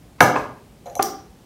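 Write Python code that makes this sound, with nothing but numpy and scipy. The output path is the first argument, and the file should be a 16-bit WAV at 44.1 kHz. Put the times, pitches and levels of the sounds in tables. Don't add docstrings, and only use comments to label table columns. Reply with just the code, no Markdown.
import sys
import numpy as np
from scipy import signal
from scipy.fft import rfft, irfft, next_fast_len
from scipy.io import wavfile
from scipy.ndimage import uniform_filter1d

SR = 44100
rng = np.random.default_rng(int(sys.argv[2]) if len(sys.argv) > 2 else 0)


def to_wav(sig):
    pcm = np.clip(np.atleast_2d(sig), -1, 1) * 32767
    pcm = np.round(pcm).astype(np.int16)
    wavfile.write(sys.argv[1], SR, pcm.T)


def to_linear_factor(level_db):
    exponent = np.asarray(level_db, float) / 20
    return 10 ** exponent


N = 63945


def curve(table, hz):
    table_hz = [row[0] for row in table]
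    values = [row[1] for row in table]
    return np.interp(np.log(hz), np.log(table_hz), values)


def bands():
    size = next_fast_len(N)
    hz = np.arange(size // 2 + 1) * SR / size + 1
    spectrum = rfft(rng.standard_normal(size))
    for centre in 25 * 2 ** (np.arange(29) / 3):
        triangle = np.clip(1 - 3 * np.abs(np.log2(hz / centre)), 0, 1)
        yield centre, irfft(spectrum * triangle, size)[:N]


def walk(rate):
    hold = int(SR / rate)
    steps = np.repeat(rng.standard_normal(N // hold + 1), hold)
    return uniform_filter1d(uniform_filter1d(steps, hold), hold)[:N]


def knock(blows, modes):
    scatter_db = 2.5
    out, t = np.zeros(N), np.arange(N) / SR
    modes = np.array(modes)
    hz, mode_db, t60 = modes[:, :1], modes[:, 1], modes[:, 2:]
    sign = (-1) ** np.arange(len(modes))
    chance = rng.standard_normal((len(blows), len(modes)))
    for (at, db, contact_ms), luck in zip(blows, chance):
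        start = int(at * SR)
        since = np.clip(t[start:start + SR // 2] - at, 0, None)
        gain = to_linear_factor(db + mode_db + scatter_db * luck) * sign
        ring = np.sin(2 * np.pi * hz * since) * np.exp(-np.log(1000) * since / t60)
        push = np.sin(np.pi * np.clip(since[:200] * 1000 / contact_ms, 0, 1)) ** 2
        push[0] += 1e-3
        out[start:start + len(since)] += np.convolve(gain @ ring, push / push.sum())[:len(since)]
    return out


def burst(events, colour, wet_db):
    t = np.arange(N) / SR
    noise = sum(band * to_linear_factor(curve(colour, centre)) for centre, band in bands())
    envelope, strikes = np.zeros(N), np.zeros(N)
    for at, db, t60_ms in events:
        decay = to_linear_factor(db - 60000 * np.clip(t - at, 0, 1) / t60_ms)
        envelope += decay * np.clip((t - at) * 1e4 / t60_ms, 0, 1)
        strikes[int(at * SR)] = to_linear_factor(db + wet_db) * np.sqrt(t60_ms * SR / 20000)
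    near = noise / np.std(noise) * envelope
    click = np.roll(irfft(to_linear_factor(curve(colour, np.arange(1025) * SR / 2048 + 1))), 1024)
    click = click / np.sqrt(np.sum(click ** 2))
    return near, signal.fftconvolve(strikes, click)[1024:1024 + N]


def ventilation():
    # frequency in Hz, level in dB per Hz
    air_colour = [(15, -42), (25, -32.5), (49, -4), (180, -8), (624, -21), (775, -21.5), (1230, -29),
                  (10400, -38), (16000, -43)]
    # frequency in Hz, level in dB
    hum_lines = [(59.2, -62.5), (177.6, -61.5), (355.3, -73.5)]
    t = np.arange(N) / SR
    air = sum(band * to_linear_factor(curve(air_colour, centre) + 0.5 * walk(27)) for centre, band in bands())
    hum = sum(to_linear_factor(db) * np.sqrt(2) * np.sin(2 * np.pi * hz * t) for hz, db in hum_lines)
    return air * to_linear_factor(-48.5) / np.std(air) + hum


def thuds(wet_db):
    # start in seconds, level in dB, t60 in ms
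    thud_events = [
        (.1800, -47.5, 120),
        (0.2052, -3.5, 11),
        (0.358, -20.5, 21.6),
        (.8620, -34, 8.3),
        (0.998, -16, 6.2),
    ]
    # frequency in Hz, level in dB
    thud_colour = [(70, -19.5), (200, -8.5), (400, -10.5), (1400, -0.5), (2600, -10), (3800, -18),
                   (8000, -30), (16000, -61)]
    return burst(thud_events, thud_colour, wet_db)


def table_knock():
    # start in seconds, level in dB, contact in ms
    blows = [
        (.2048, -16, 0.76),
        (.2058, -5, 0.36),
        (.2068, -4.5, 0.52),
    ]
    # frequency in Hz, level in dB, t60 in seconds
    modes = [(265, -12.5, 0.026), (307.4, -4, 0.031), (361, -3.5, 0.086), (411, 2, 0.081),
             (510.2, 3.5, 0.078), (600.7, -2, 0.027), (719, -1, 0.079), (863, 2.5, 0.017),
             (1013, -2, 0.032), (1235.5, 4, .03), (1459, 5, 0.052), (1644, 4.5, 0.028), (2258, 8, 0.034),
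             (2732, -7, .015)]
    return knock(blows, modes)


def room():
    # frequency in Hz, t60 in seconds
    room_t60 = [(100, 1.15), (300, 0.76), (1000, 0.64), (3000, 0.58), (6000, 0.47), (11000, 0.21),
                (16000, 0.37)]
    # frequency in Hz, level in dB
    room_colour = [(100, -1), (300, 7.5), (1000, -2), (3000, -6), (6000, 2.5), (16000, 6)]
    rise_s, fade_db = 0.0065, 10
    t = np.arange(N) / SR
    tail = np.zeros(N)
    for centre, band in bands():
        t60 = curve(room_t60, centre)
        tail += band * to_linear_factor(curve(room_colour, centre) - 60 * t / t60) / np.sqrt(t60)
    tail *= to_linear_factor(-fade_db * (t / 0.32) ** 2)
    tail *= 1 - np.exp(-(t / rise_s) ** 2)
    return tail / np.sqrt(np.sum(tail ** 2))


def cracks(wet_db):
    # start in seconds, level in dB, t60 in ms
    crack_events = [
        (0.2052, -17.5, 16.5),
        (.3590, -43, 6.3),
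        (.3850, -63, 3.5),
        (0.396, -40.5, 5.7),
        (.8590, -52, 2.5),
        (0.868, -45, 5.9),
        (.8985, -50, 1.9),
        (.9535, -26.5, 3.2),
    ]
    # frequency in Hz, level in dB
    crack_colour = [(500, -34.5), (2000, -10.5), (4000, -4), (6000, -10.5), (8000, -8.5), (12000, 4),
                    (16000, -29.5)]
    return burst(crack_events, crack_colour, wet_db)


def candy_ticks():
    # start in seconds, level in dB, contact in ms
    blows = [
        (.2058, -11.5, 0.073),
        (.3850, -44, 0.032),
        (.8590, -45.5, .05),
        (.8660, -45, 0.16),
        (.8985, -45, 0.06),
        (.9535, -26, 0.097),
    ]
    # frequency in Hz, level in dB, t60 in seconds
    modes = [(3600, -8, .006), (5400, -6, .008), (6150, 0, .014), (9400, -8, .006), (11500, -3, .01),
             (15300, -6, .005)]
    return knock(blows, modes)


def table_board():
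    # start in seconds, level in dB, contact in ms
    blows = [
        (.2090, -22.5, 3),
        (.2200, -17, 3.5),
    ]
    # frequency in Hz, level in dB, t60 in seconds
    modes = [(101, -9.5, .2), (131.3, 1.5, 0.34), (183, -6.5, 0.13)]
    return knock(blows, modes)


def bounce():
    # start in seconds, level in dB, contact in ms
    blows = [
        (.3572, -24, 0.39),
        (.3595, -27.5, 0.86),
        (.3620, -19, 0.32),
    ]
    # frequency in Hz, level in dB, t60 in seconds
    modes = [(420, -5.5, 0.039), (618, 5.5, 0.027), (1007, 10.5, 0.014), (1190, 2.5, 0.095),
             (1578, 0, 0.034), (2617, 1, 0.032)]
    return knock(blows, modes)


def glass_jar():
    # start in seconds, level in dB, contact in ms
    blows = [
        (.8575, -48, 0.078),
        (.8655, -36.5, 0.19),
        (.8980, -43, 0.075),
        (.9535, -31, .05),
        (1.0250, -23, 0.12),
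    ]
    # frequency in Hz, level in dB, t60 in seconds
    modes = [(2283, -13, 0.036), (3397, -24, .02), (4080, -5.5, 0.034), (5700, -15.5, .025),
             (6790, -1, 0.052), (11200, -19.5, 0.019)]
    return knock(blows, modes)


def jar_air():
    # start in seconds, level in dB, contact in ms
    blows = [
        (.8575, -40, 0.83),
        (.8700, -35.5, 1),
        (.8800, -38, 0.85),
        (.9050, -46, 0.34),
        (.9460, -53, 0.38),
        (.9540, -37.5, 0.27),
        (.9660, -29.5, 0.96),
    ]
    # frequency in Hz, level in dB, t60 in seconds
    modes = [(524.5, 5.5, 0.052), (597, 5, 0.031), (695, 7, 0.052), (783, 9, 0.028), (1210, -7.5, 0.032)]
    return knock(blows, modes)


def plastic_cup():
    # start in seconds, level in dB, contact in ms
    blows = [
        (.9936, -22.5, 0.14),
        (.9964, -16.5, 0.21),
    ]
    # frequency in Hz, level in dB, t60 in seconds
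    modes = [(230, -18, .03), (418, -5, .05), (530, -7, .04), (776, 4, .075), (1000, -11, .03),
             (1192, 5, .085), (1600, -6, .05), (2078, -14, .02), (2580, -8, .012), (3400, -14, .01)]
    return knock(blows, modes)


def snap_ring():
    # start in seconds, level in dB, contact in ms
    blows = [
        (1.0248, -18.5, .05),
        (1.0273, -15.5, 0.088),
    ]
    # frequency in Hz, level in dB, t60 in seconds
    modes = [(3200, -10, .005), (4950, -2, .012), (5400, -4, .008), (5750, 0, .013), (6100, -4, .008),
             (8700, -12, .006)]
    return knock(blows, modes)


def snap_noise(wet_db):
    # start in seconds, level in dB, t60 in ms
    snap_events = [
        (1.0249, -10.5, 4.9),
        (1.0278, -2.5, 4.9),
    ]
    # frequency in Hz, level in dB
    snap_colour = [(500, -22), (2000, -11), (4200, -5.5), (5700, 4.5), (7500, -3.5), (10000, -3),
                   (13000, -1), (16000, -5)]
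    return burst(snap_events, snap_colour, wet_db)


def scene():
    wet_levels = {"table": 1, "board": -4, "bounce": -1, "cup": -3, "tick": 1, "air": 2.5, "snap": 3, "jar":
                  -9}
    crack_wet, snap_wet, thud_wet = (1, -11, 8.5)
    bodies = {"table": table_knock(), "board": table_board(), "bounce": bounce(), "cup": plastic_cup(),
              "jar": glass_jar(), "air": jar_air(), "snap": snap_ring(), "tick": candy_ticks()}
    contacts = [cracks(crack_wet), snap_noise(snap_wet), thuds(thud_wet)]
    direct = sum(bodies.values()) + sum(near for near, _ in contacts)
    send = sum(to_linear_factor(wet_levels[name]) * body for name, body in bodies.items())
    send = send + sum(click for _, click in contacts)
    echo = signal.fftconvolve(send, room())[:N]
    no_bass = signal.butter(4, 80, "high", fs=SR, output="sos")
    hits = signal.sosfilt(no_bass, direct + echo)
    return (hits + ventilation())[None]


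def low_pass(x):
    return signal.sosfilt(signal.butter(12, 16790, fs=SR, output="sos"), x)


def record(dry):
    clipped = np.clip(dry, -0.97, 0.97)
    top_cut = signal.ellip(5, 0.5, 28, 15750, fs=SR, output="sos")
    mix = signal.sosfilt(top_cut, clipped)
    return low_pass(mix)


dry = scene()
out = record(dry)
to_wav(out)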